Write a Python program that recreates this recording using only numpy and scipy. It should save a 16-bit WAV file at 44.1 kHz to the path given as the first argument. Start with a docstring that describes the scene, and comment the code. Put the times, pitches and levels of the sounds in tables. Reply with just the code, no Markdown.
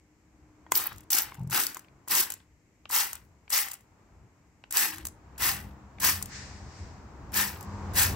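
"""Spraying a nylon jacket

A plastic trigger sprayer is pulled eleven times over a jacket, close to a phone in a small room.
The pump clicks, the nozzle hisses and droplets patter on the cloth; after most pulls the trigger
ticks back. The first pulls sputter and spit on trapped air. A low rumble, like traffic outside,
swells towards the end, and a soft hiss rises after the ninth pull."""
import sys
import numpy as np
from scipy import signal
from scipy.fft import rfft, irfft
from scipy.io import wavfile
from scipy.ndimage import uniform_filter1d

SR = 44100
rng = np.random.default_rng(int(sys.argv[2]) if len(sys.argv) > 2 else 0)


def materialize(psi):
    """Save the field psi as 16-bit PCM at rate SR to the path in sys.argv[1].

    A 1-D psi becomes a single channel; in a 2-D psi each row is a channel.
    """
    bounded = np.clip(np.atleast_2d(psi).T, -1, 1)
    quanta = np.round(bounded * 32767).astype(np.int16)
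    wavfile.write(sys.argv[1], SR, quanta)


N = 359718
TIME = np.arange(N) / SR
FREQ = np.maximum(np.arange(N // 2 + 1) * SR / N, 1)

# How the left and right microphones differ for nearby sounds.
MIC_BALANCE = [(500, 5), (1300, 3), (1850, 7.5), (2600, -1.5), (3800, 0), (5100, 4.5), (6900, 5), (7700, 8),
               (8800, 0.5), (13000, 0.1)]  # freq_hz, left_minus_right_db
MIC_LIKENESS = [(300, 0.27), (1000, 0.91), (1800, 0.68), (2400, 0.24), (2900, 0.84), (4500, 0.55),
                (6500, 0.37), (8000, 0.57), (9400, 0.97), (11000, 0.51), (13000, 0.37), (15500, 0.87)]  # freq_hz, correlation (1 means alike)
MIC_LEAD = [(300, .05), (1000, -.15), (1800, -.65), (2200, -1.4), (2500, .5), (4000, 1.1), (5200, .6),
            (6300, -.7), (7400, -3.0), (9800, -3.3), (12000, -4.3), (15500, -6.0)]  # freq_hz, left_lead_radians

# The colour of each sound, from bass to treble: freq_hz, gain_db
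ROOM_COLOUR = [(25, -14.5), (42, 0), (60, 3), (100, 3.5), (280, -2), (600, -13), (850, -15.5),
               (1300, -20.5), (2200, -15), (3500, -31), (7500, -21.5), (9500, -41), (12000, -33),
               (16000, -44.5)]
HISS_COLOUR = [(400, -15), (1000, -10), (1800, 8), (3300, -5), (5000, 4), (7800, -2), (9800, -27),
               (16000, -44)]
RUMBLE_COLOUR = [(25, -24), (45, -5.5), (66, 1.5), (92, 0), (125, -5), (165, -8.5), (300, -12), (550, -19),
                 (950, -16.5), (1800, -27.5), (3400, -42.5), (7500, -43.5), (10000, -71), (16000, -55)]
TICK_COLOUR = [(150, -27), (900, -9), (3500, -11.5), (6000, -3), (7800, 4.5), (10000, 0.5), (13000, 0.5),
               (16000, -6)]
SPRAY_COLOUR = [(170, -7.5), (350, -15), (660, -17), (800, -6), (1300, -7), (2500, -8.5), (3400, -8.5),
                (5400, -2.5), (6900, -5), (8600, -3.5), (11500, 1), (14000, -1.5), (15600, -1.5)]

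# Sounds that swell and fade: peak_s, relative_db, rise_s, fall_s
HOLLOW_TONE_SWELLS = [(0.9, -66, 1.2, 1.3), (5.9, -67, 1.27, 1.2)]  # a faint hollow tone in the room
HOLLOW_RUB_SWELLS = [(4.85, -51.5, 0.091, 0.098), (5.0, -57.5, 0.058, 0.067)]  # a hollow rub during the seventh pull
HISS_SWELLS = [(6.36, -43, 0.06, 0.16), (6.8, -56.5, 0.094, 0.14), (7.75, -60, 0.37, 0.62)]  # a soft hiss
HUM_SWELLS = [(4.88, -56, 0.1, 0.14), (5.63, -48.5, 0.14, 0.27), (6.15, -53, 0.096, 0.47),
              (7.42, -44, 0.088, 0.068), (7.87, -40, 0.187, 0.15)]  # a low hum outside
DRONE_SWELLS = [(5.0, -57.5, 0.11, 0.086), (6.17, -42, 0.15, 0.16), (6.45, -43, 0.11, 0.12),
                (6.8, -38, 0.057, 0.061), (7.78, -40, 0.22, 0.22), (8.1, -33, 0.19, 0.17)]  # a deep drone from the road
TYRE_SWELLS = [(7.82, -51, 0.5, 0.28)]  # the rush of tyres
GRIP_SQUEAKS = [(1.39, -53.5, 0.017, 0.028), (1.503, -54, 0.011, 0.01)]  # the hand squeaking on the phone
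DROP_FLURRIES = [(0.872, -44, 0.085, 0.011), (1.528, -38.5, 0.0057, 0.012), (4.765, -32.5, 0.014, 0.017),
                 (4.855, -30, 0.021, 0.0061), (4.93, -44, 0.015, 0.019), (4.99, -51.5, 0.017, 0.044),
                 (6.097, -31.5, 0.013, 0.014)]  # heavier drops landing on the cloth

# How loud the road rumble and the idling engine are over time: time_s, relative_db
RUMBLE_LEVELS = [(0.0, -70), (0.7, -54.5), (1.25, -55), (2.05, -57), (2.65, -71), (3.2, -60), (3.7, -63),
                 (4.0, -55.5), (4.55, -62.5), (5.55, -44.5), (5.9, -48), (6.35, -44), (6.8, -44),
                 (7.05, -45), (7.5, -41.5), (8.16, -32)]
ENGINE_LEVELS = [(0, -26), (4.8, -24), (5.3, -2), (5.7, 1), (6, -2), (6.4, 2), (6.95, -3), (7.6, 2.5)]
# The tones of that engine: multiple_of_firing_rate, relative_db
ENGINE_TONES = [(1, -51), (2, -56)]
# Soft bumps of the hand that holds the phone: start_s, level_db
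HAND_BUMPS = [(1.382, -34.5), (1.403, -28), (1.4198, -27.5), (1.442, -29), (1.4666, -28.5), (1.488, -34),
              (1.511, -34), (1.5272, -38)]

# Dull knocks of the sprayer's plastic head: start_s, relative_db, pitch_ratio
HEAD_KNOCKS = [(0.665, -47.5, 0.98), (0.7197, -19, 1.04), (0.7205, -27, 1.4), (0.7212, -31, 3.5),
               (1.3205, -38, 1.14), (1.768, -36.5, 1.06), (1.846, -50, 2.7), (1.884, -49, 2.45),
               (2.077, -40.5, 1), (2.402, -48.5, 3.3), (2.855, -35, 2.8), (2.857, -49.5, 1.15),
               (2.902, -38, 1), (3.479, -42, 2.35), (4.639, -38, 2.83), (4.640, -47, 1.6),
               (5.054, -41, 3.7), (5.070, -47, 2.5), (5.359, -53, 2.7), (5.711, -52, 3.6),
               (5.985, -41, 2.4), (6.215, -43, 1.08)]
# The tones of the head at a pitch ratio of 1: pitch_hz, relative_db, ring_s (time to fade by 60 dB)
HEAD_TONES = [(330, -16.5, 0.026), (745, -17, 0.019), (960, 1, 0.017), (1180, -0.5, 0.0049),
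              (1550, -10, 0.009), (1915, -12, .04), (2320, -17.5, 0.02), (3260, -18.5, .03),
              (4266, -26, 0.028)]
# Sharp plastic ticks of the pump and trigger: start_s, relative_db
PLASTIC_TICKS = [(0.7203, -19), (0.929, -48), (0.961, -50), (1.433, -58), (1.474, -51.5), (1.509, -34),
                 (2.078, -40.5), (2.911, -29.5), (3.685, -37), (3.7125, -41.5), (3.7395, -36.5),
                 (4.725, -28), (4.983, -39), (5.070, -36.5)]
# The trigger catches as it springs back: start_s, relative_db, gap_s, drop_to_second_catch_db
TRIGGER_RETURNS = [(0.982, -45, 0.025, 4), (1.344, -46, 0.0093, 7), (1.746, -34.5, 0.024, 2),
                   (2.303, -28.5, .018, 1.5), (3.131, -30, .023, 6), (3.716, -32.5, .018, 5),
                   (5.053, -29.5, .016, 3), (6.226, -27, 0.032, 10.5), (7.609, -39.5, 0.019, 4.5)]
# The seal breaks loose as a pull begins: start_s, relative_db, rise_s
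SEAL_SCRAPES = [(0.7193, -24, 0.0012), (1.102, -25, 0.0038), (1.497, -39.5, 0.0033), (2.081, -31.5, 0.0029),
                (2.89, -39.5, 0.0083), (3.493, -48, 0.0048), (3.501, -29, 0.0034), (4.706, -32, 0.00395),
                (5.378, -38, 0.0035), (5.999, -31.5, 0.0039), (7.318, -45, .0028), (7.934, -39.5, 0.003)]

# Short bursts from the nozzle: start_s, length_s, relative_db
WET_SPURTS = [(0.7505, 0.014, -23.5), (0.770, 0.012, -27.5), (1.103, 0.024, -30), (1.1285, 0.0057, -14.5),
              (1.173, 0.0056, -23.5), (1.183, 0.0078, -18.5), (1.635, 0.0045, -24), (1.666, 0.0047, -24.5),
              (2.109, 0.0074, -21.5), (2.151, 0.003, -15), (2.181, 0.0053, -16.5), (2.187, 0.03, -22),
              (2.225, 0.016, -27), (2.961, .004, -21.5), (3.527, 0.0064, -25), (3.624, .012, -33.5),
              (4.7695, 0.004, -17.5), (6.047, 0.0033, -21), (7.339, 0.0061, -32.5)]  # air and water
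AIR_SPITS = [(0.751, 0.034, -22.5), (0.8385, 0.0025, -28), (0.8575, 0.0025, -32.5), (0.866, 0.007, -25.5),
             (1.117, 0.007, -23), (1.219, 0.004, -30), (1.2305, 0.003, -26.5)]  # air alone
# The nozzle whistles in a spit: pitch_hz, width_hz
NOZZLE_WHISTLES = [(11950, 600), (14800, 1600)]
# Peaks added to the spray's colour: pitch_hz, width_hz, boost_db (0 adds nothing)
SPRAY_PEAKS = [(900, 200, 0), (5870, 110, 0), (8050, 700, 6)]
SPURT_PEAK = (5600, 1200, 5)  # one more, as the nozzle rings in a spurt
# The tones of the taut cloth: multiple_of_ring_pitch, width_hz, relative_db
CLOTH_TONES = [(1, 209, 0.5), (1.42, 300, -4.5)]
# The trigger pulls; the cloth's drumming and ring are relative to its patter:
# start_s, build_s, push_s, fall_db_per_s, nozzle_db, patter_db, drum_db, ring_db, ring_pitch_hz
TRIGGER_PULLS = [(0.723, 0.029, 0.087, 238, -31.5, -42, -13.5, -18, 1500),
                 (1.102, 0.04, 0.079, 266, -23, -38, -17, -8.5, 1950),
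                 (1.498, 0.048, 0.11, 214, -24.5, -38, -9.5, -4, 1560),
                 (2.082, 0.038, 0.12, 270, -22.5, -34.5, -15, -6.5, 1900),
                 (2.899, 0.043, 0.11, 217, -22, -33.5, -28.5, -7, 1980),
                 (3.502, 0.035, 0.084, 217, -21, -35, -26, -2, 2030),
                 (4.708, 0.073, 0.12, 201, -21, -36.5, -30, -0.5, 1820),
                 (5.379, 0.056, 0.11, 213, -23, -32, -21, -4.5, 1900),
                 (5.999, 0.045, 0.095, 232, -20, -32.5, -14, -3.5, 1790),
                 (7.321, 0.045, 0.099, 194, -23.5, -32.5, -15, -4, 1780),
                 (7.935, 0.047, 0.1, 228, -19, -32, -27, -1.5, 1800)]


def undb(db):
    """Turn decibels into a gain, a number to multiply a sound by."""
    return 10 ** (np.asarray(db) / 20)


def unit(x):
    """Scale a signal to an average (rms) level of 1."""
    return x / np.sqrt(np.mean(x ** 2))


def over_frequency(points):
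    """Join rows of (freq_hz, value) into a curve, giving every octave equal room."""
    hz, value = np.transpose(points)
    return np.interp(np.log(FREQ), np.log(hz), value)


def over_time(points):
    """Join rows of (time_s, level_db) into a gain over time."""
    return undb(np.interp(TIME, *np.transpose(points)))


def swells(rows):
    """A gain that rises smoothly to each peak and then dies away."""
    gain = np.zeros(N)
    for peak_s, db, rise_s, fall_s in rows:
        since = TIME - peak_s
        gain += undb(db) * np.exp(-np.where(since < 0, (since / rise_s) ** 2, since / fall_s))
    return gain


def wander(rate_hz):
    """A smooth random drift, about 1 in size."""
    step = max(int(SR / rate_hz), 1)
    stairs = np.repeat(rng.standard_normal(N // step + 1), step)
    return unit(uniform_filter1d(stairs, step)[:N])


def noise_band(hz, width_hz):
    """Noise gathered around one pitch; the narrower, the more like a tone."""
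    return unit(irfft(rfft(rng.standard_normal(N)) / (1 + ((FREQ - hz) / width_hz) ** 2), N))


def add(track, start_s, sound):
    """Mix a sound into a track."""
    i = max(int(start_s * SR), 0)
    track[..., i:i + sound.shape[-1]] += sound[..., :max(N - i, 0)]


def causal_filter(colour):
    """A filter of this colour that lets nothing sound before a click (minimum phase)."""
    cepstrum = irfft(np.log(colour + 1e-6), N)
    cepstrum[1:N // 2] *= 2
    cepstrum[N // 2 + 1:] = 0
    return np.exp(rfft(cepstrum)) / np.sqrt(np.mean(colour ** 2))


def to_stereo(paths, colour):
    """Colour a direct sound and two scattered copies and bring them to the two microphones."""
    direct, *scattered = rfft(paths)
    alike = np.clip(over_frequency(MIC_LIKENESS), .02, .98)
    side = np.array([[1], [-1]]) / 2
    lead = np.exp(1j * side * over_frequency(MIC_LEAD))
    pair = np.sqrt(alike) * direct * lead + np.sqrt(1 - alike) * np.array(scattered)
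    balance = undb(side * over_frequency(MIC_BALANCE))
    return irfft(pair * causal_filter(colour) * balance / np.sqrt(np.mean(balance ** 2, axis=0)), N)


def surrounding_noise(colour, apart_hz=1400, bass_width=.15):
    """Noise from all round: the bass is alike at both microphones, the treble unrelated."""
    mid, side = rfft(rng.standard_normal((2, N)))
    width = np.hypot(FREQ, bass_width * apart_hz) / np.hypot(FREQ, apart_hz)
    pair = mid + width * side * np.array([[1], [-1]])
    return unit(irfft(pair * undb(over_frequency(colour)), N))


def room_background(steady_db=-65.5):
    """Quiet room noise, with swells of soft hiss, a hollow tone and a hollow rub."""
    tone = swells(HOLLOW_TONE_SWELLS) * noise_band(hz=305.5, width_hz=11)
    rub = swells(HOLLOW_RUB_SWELLS) * noise_band(hz=313, width_hz=30)
    steady = undb(steady_db) * surrounding_noise(ROOM_COLOUR)
    hiss = swells(HISS_SWELLS) * surrounding_noise(HISS_COLOUR)
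    return steady + hiss + tone + rub


def room_echo(x, fade_s=0.21, echo_db=-17, dull_hz=8500):
    """The walls add a short, dull tail to a sound."""
    t = np.arange(SR // 2) / SR
    tail = rng.standard_normal((2, len(t))) * undb(-60 * t / fade_s) * (t > .004)
    tail = signal.sosfilt(signal.butter(2, dull_hz, fs=SR, output="sos"), tail)
    tail /= np.sqrt(np.sum(tail ** 2, axis=1, keepdims=True))
    return x + undb(echo_db) * signal.fftconvolve(x, tail, axes=1)[:, :N]


def wavering_tone(hz, waver_db=1.8, drift=.004):
    """One tone that wavers in level and pitch."""
    level = undb(waver_db * wander(11))
    pitch_hz = hz * (1 + drift * wander(9))
    return level * np.sin(2 * np.pi * np.cumsum(pitch_hz) / SR)


def traffic(firing_hz=66.45, rumble_db=-3, gust_db=4.5, gust_hz=220, drone_db=-2):
    """Through the walls come a gusty road rumble, an idling engine, a hum, a drone and tyres."""
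    engine = sum(undb(db) * wavering_tone(k * firing_hz) for k, db in ENGINE_TONES)
    noise = surrounding_noise(RUMBLE_COLOUR)
    bass = irfft(rfft(noise) / (1 + (FREQ / gust_hz) ** 2), N)
    gusts = bass * (undb(gust_db * wander(10)) - 1)
    rumble = over_time(RUMBLE_LEVELS) * undb(rumble_db) * (noise + gusts)
    hum = swells(HUM_SWELLS) * wavering_tone(hz=200)
    drone = undb(drone_db) * swells(DRONE_SWELLS) * noise_band(hz=89.9, width_hz=5.1)
    tyres = swells(TYRE_SWELLS) * noise_band(hz=960, width_hz=210)
    return rumble + over_time(ENGINE_LEVELS) * engine + hum + drone + tyres


def soft_push(t, rise_s):
    """A force that grows to 1 at rise_s and then eases off."""
    return (t / rise_s) ** 2 * np.exp(2 - 2 * t / rise_s)


def hand_bumps(rise_s=0.0068, body_hz=138, rub_db=-26):
    """The grip shifts: it thumps the phone's body, and rubs and squeaks softly on it."""
    t, out = np.arange(SR // 8) / SR, np.zeros(N)
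    rub = undb(rub_db) * noise_band(hz=400, width_hz=350)
    thump = np.sin(2 * np.pi * body_hz * t)
    for s, db in HAND_BUMPS:
        add(out, s, undb(db) * soft_push(t, rise_s) * (thump + rub[int(s * SR):][:len(t)]))
    return out + swells(GRIP_SQUEAKS) * noise_band(hz=870, width_hz=84)


def trigger_catches():
    """The returning trigger catches three times, fading ever faster: rows of (start_s, level_db)."""
    return [(s + k * gap_s, db - drop_db * k ** 2)
            for s, db, gap_s, drop_db in TRIGGER_RETURNS for k in range(3)]


def drip_ticks(earliest_s=.15, latest_s=.32, db=-60, spread_db=1.5):
    """Faint ticks like drips, three at random times after each pull: rows of (start_s, level_db)."""
    return [(s + rng.uniform(earliest_s, latest_s), rng.normal(db, spread_db))
            for s, *_ in TRIGGER_PULLS for _ in range(3)]


def head_knocks(push_db=-48, catch_db=-25.5, light_pitch=1.6, contact_hz=3800,
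                crack_db=-3, crack_s=0.0025, crack_hz=2000, left_db=2):
    """The trigger knocks the hollow head; a harder contact is brighter and dies sooner."""
    t, out = np.arange(SR // 8) / SR, np.zeros((2, N))
    hz, db, ring_s = np.transpose(HEAD_TONES)[:, :, None]
    attack = 1 - np.exp(-t / .0005)
    # Each push and each catch also rings the head lightly.
    blows = HEAD_KNOCKS + [(s, push_db, light_pitch) for s, *_ in TRIGGER_PULLS]
    blows += [(s, level_db + catch_db, light_pitch) for s, level_db in trigger_catches()]
    chances = rng.standard_normal((len(blows), len(HEAD_TONES), 1))
    for (s, level_db, pitch), chance in zip(blows, chances):
        strength = 1 / (1 + (hz * pitch / contact_hz) ** 4)
        tones = np.sin(2 * np.pi * hz * pitch * t * (1 + 0.024 * chance) + 2 * chance)
        ring = np.sum(strength * undb(db - 60 * t * pitch / ring_s) * tones, axis=0)
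        soften = signal.butter(3, crack_hz * np.sqrt(pitch), fs=SR, output="sos")
        noise = signal.sosfilt(soften, rng.standard_normal((2, len(t))))
        crack = undb(crack_db) * np.exp(-t / crack_s) * noise
        add(out, s, 2 * undb(level_db) * (ring + crack) * attack)
    return out * undb([[left_db], [0]])


def plastic_ticks(creak_db=-12, snap_db=17, rattle_db=2, rub_s=.003,
                  scatter_s=.0006, rebound=0.5, rebound_s=.002):
    """Plastic rubs, catches and lets go: a short creak, a sharp snap, a rebound and a rattle."""
    t, rubbing, snaps = np.arange(SR // 20) / SR, np.zeros(N), np.zeros((3, N))
    fade = np.exp(-t / rub_s)
    clicks = PLASTIC_TICKS + trigger_catches() + drip_ticks()
    for (s, db), chance in zip(clicks, rng.random((len(clicks), 4))):
        add(rubbing, s - t[-1], undb(db + creak_db) * fade[::-1])  # grows up to the snap
        add(rubbing, s, undb(db + rattle_db) * fade)
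        snap = undb([db + snap_db])
        for path, late_s in zip(snaps, scatter_s * chance):
            add(path, s + late_s, snap)
            add(path, s + late_s + rebound_s * (1 + chance[-1]) / 2, rebound * snap)
    return to_stereo(snaps + rubbing * rng.standard_normal((3, N)), undb(over_frequency(TICK_COLOUR)))


def tiny_impacts(spread_db):
    """Noise like a dense rain of tiny hits; more spread makes their sizes more unequal."""
    size = np.repeat(undb(spread_db * rng.standard_normal(N // 8 + 1)), 8)[:N]
    return unit(rng.standard_normal((3, N)) * size)


def seal_scrapes():
    """The pump's seal breaks loose and rubs for a few milliseconds."""
    t, force = np.arange(SR // 20) / SR, np.zeros(N)
    for s, db, rise_s in SEAL_SCRAPES:
        add(force, s, undb(db) * soft_push(t, rise_s))
    return to_stereo(force * tiny_impacts(spread_db=2.6), undb(over_frequency(TICK_COLOUR)))


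def jacket_echo(x, lag_s=.0021, sway=0.19, echo=0.25):
    """An echo off the jacket; its delay drifts as the hand moves, so each pull has its own colour."""
    late = TIME - lag_s * np.exp(sway * wander(1.2))
    return x + echo * np.array([np.interp(late, TIME, path) for path in x])


def spatter(x, depth_db=2.0):
    """The fan of droplets is uneven: patches about 1 kHz wide flare and fade within milliseconds."""
    cells = signal.stft(x, nperseg=256)[2]
    patches = uniform_filter1d(rng.standard_normal(cells.shape[1:]), size=6, axis=0)  # blur in pitch
    patches = uniform_filter1d(patches, size=4, axis=1)  # blur in time
    gain = unit(undb(depth_db * unit(patches)))
    return signal.istft(cells * gain, nperseg=256)[1][:, :N]


def peak(hz, width_hz):
    """A hump of height 1 around one frequency."""
    return 1 / (1 + (2 * (FREQ - hz) / width_hz) ** 2)


def spray_colour(peaks):
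    """The spray's gain at each frequency, with these peaks added."""
    return undb(over_frequency(SPRAY_COLOUR) + sum(db * peak(hz, width) for hz, width, db in peaks))


def bursts(rows, flutter_db=2.5):
    """A gain that opens in abrupt, fluttering bursts."""
    gain = np.zeros(N)
    for s, length_s, db in rows:
        add(gain, s, undb(db) * signal.windows.tukey(int(length_s * SR), .3))
    return gain * unit(undb(flutter_db * wander(600)))


def sputter(treble):
    """Trapped air breaks the jet into spurts that ring the nozzle; air alone spits, thin and high."""
    water = jacket_echo(spatter(bursts(WET_SPURTS) * tiny_impacts(spread_db=0.98)))
    spurts = to_stereo(water, spray_colour(SPRAY_PEAKS + [SPURT_PEAK]) * treble)
    air = spatter(bursts(AIR_SPITS) * rng.standard_normal((3, N)))
    whistle = sum(peak(hz, width) for hz, width in NOZZLE_WHISTLES)
    return spurts + to_stereo(air, whistle)


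def cloth_ring(ring_hz, width_hz):
    """Droplets keep one tone of the taut cloth ringing; its pitch depends on the spot each pull hits."""
    narrow = 1 + (FREQ / width_hz) ** 2
    a, b = (unit(irfft(rfft(tiny_impacts(spread_db=4.5)) / narrow, N)) for _ in range(2))
    phase = 2 * np.pi * np.cumsum(ring_hz) / SR
    return a * np.cos(phase) + b * np.sin(phase)  # moves the slow noise up to the pitch


def cloth_patter(level, ragged, colour, low_cut_hz=380, heavy_db=-6, heavy_per_s=260):
    """Fine droplets rain on the cloth; a ragged jet adds heavier drops, each a separate click."""
    fine = tiny_impacts(spread_db=3.5)
    heavy = unit((rng.random((3, N)) < heavy_per_s / SR) * rng.standard_normal((3, N)))
    rain = level * (fine + undb(heavy_db) * ragged * heavy)
    low_cut = FREQ ** 2 / (FREQ ** 2 + low_cut_hz ** 2)
    return to_stereo(jacket_echo(spatter(rain)), colour * low_cut)


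def nozzle_mist(jet, fineness, colour, top_hz=11000):
    """The jet tears into a hissing mist; a finer mist is brighter at the very top."""
    mist = to_stereo(jacket_echo(spatter(jet * tiny_impacts(spread_db=0))), colour)
    top = irfft(rfft(mist) * FREQ ** 8 / (FREQ ** 8 + top_hz ** 8), N)
    return mist + fineness * top


def pump_strokes(build_power=1.5, patter_fall_ratio=1.23, settle_db=-44, settle_s=0.12,
                 ragged_after_s=0.15, full_flow_db=-25, fine_share=0.44):
    """Curves that steer the spray: in each pull the pressure builds, holds and runs out."""
    t = np.arange(SR // 2) / SR
    jet, fineness, patter, drum, ring, ring_hz, ragged = np.zeros((7, N))
    for s, build_s, push_s, fall_db_per_s, nozzle_db, patter_db, drum_db, ring_db, hz in TRIGGER_PULLS:
        pressure = np.minimum(t / build_s, 1) ** build_power
        spent_s = np.maximum(t - push_s, 0)
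        fall_db = fall_db_per_s * spent_s
        settling = undb(settle_db) * np.exp(-(spent_s / settle_s) ** 2)  # the last mist comes down
        landing = pressure * np.hypot(undb(patter_db - patter_fall_ratio * fall_db), settling)
        add(jet, s, pressure * undb(nozzle_db - fall_db))
        add(patter, s, landing)
        add(drum, s, undb(drum_db) * landing)
        add(ring, s, undb(ring_db) * landing)
        add(ragged, s, np.clip(t / ragged_after_s - 1, 0, 1))  # the jet breaks up as pressure runs out
        # A weaker jet makes a finer mist.
        fineness[int(s * SR):] = undb(fine_share * (full_flow_db - nozzle_db)) - 1
        ring_hz[int(s * SR):] = hz
    return jet, fineness, patter, drum, ring, ring_hz, ragged


def spray(split_hz=2900, flutter_db=1.0, splash_db=0.5, ragged_db=2.55):
    """The nozzle hisses in the treble; lower down, droplets patter on cloth that drums and rings."""
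    jet, fineness, patter_gain, drum_gain, ring_gain, ring_hz, ragged = pump_strokes()
    colour = spray_colour(SPRAY_PEAKS)
    slope = (FREQ / split_hz) ** 3
    bass, treble = 1 / np.hypot(1, slope), slope / np.hypot(1, slope)
    flutter = undb((flutter_db + ragged_db * ragged) * wander(260))
    mist = nozzle_mist(jet * flutter, fineness, colour * treble)
    splash = undb((splash_db + ragged_db * ragged) * wander(120))
    landing = np.hypot(patter_gain, swells(DROP_FLURRIES))
    patter = cloth_patter(landing * splash, ragged, colour * bass)
    tones = sum(undb(db) * cloth_ring(k * ring_hz, width) for k, width, db in CLOTH_TONES)
    ring = to_stereo(ring_gain * splash * tones, np.ones_like(FREQ))
    drumming = drum_gain * noise_band(hz=320, width_hz=160)
    return mist + sputter(treble) + patter + ring + drumming


def scene(lean_db=.85):
    """The sprayer in its room, over a quiet background that is a little louder on the left."""
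    sprayer = room_echo(spray() + seal_scrapes() + plastic_ticks() + head_knocks())
    background = traffic() + room_background() + hand_bumps()
    return sprayer + undb([[lean_db], [-lean_db]]) * background


def record(dry, top_hz=15750):
    """The phone steeply cuts the highest treble."""
    return signal.sosfilt(signal.ellip(10, .2, 70, top_hz, fs=SR, output="sos"), dry)


dry = scene()
out = record(dry)
materialize(out)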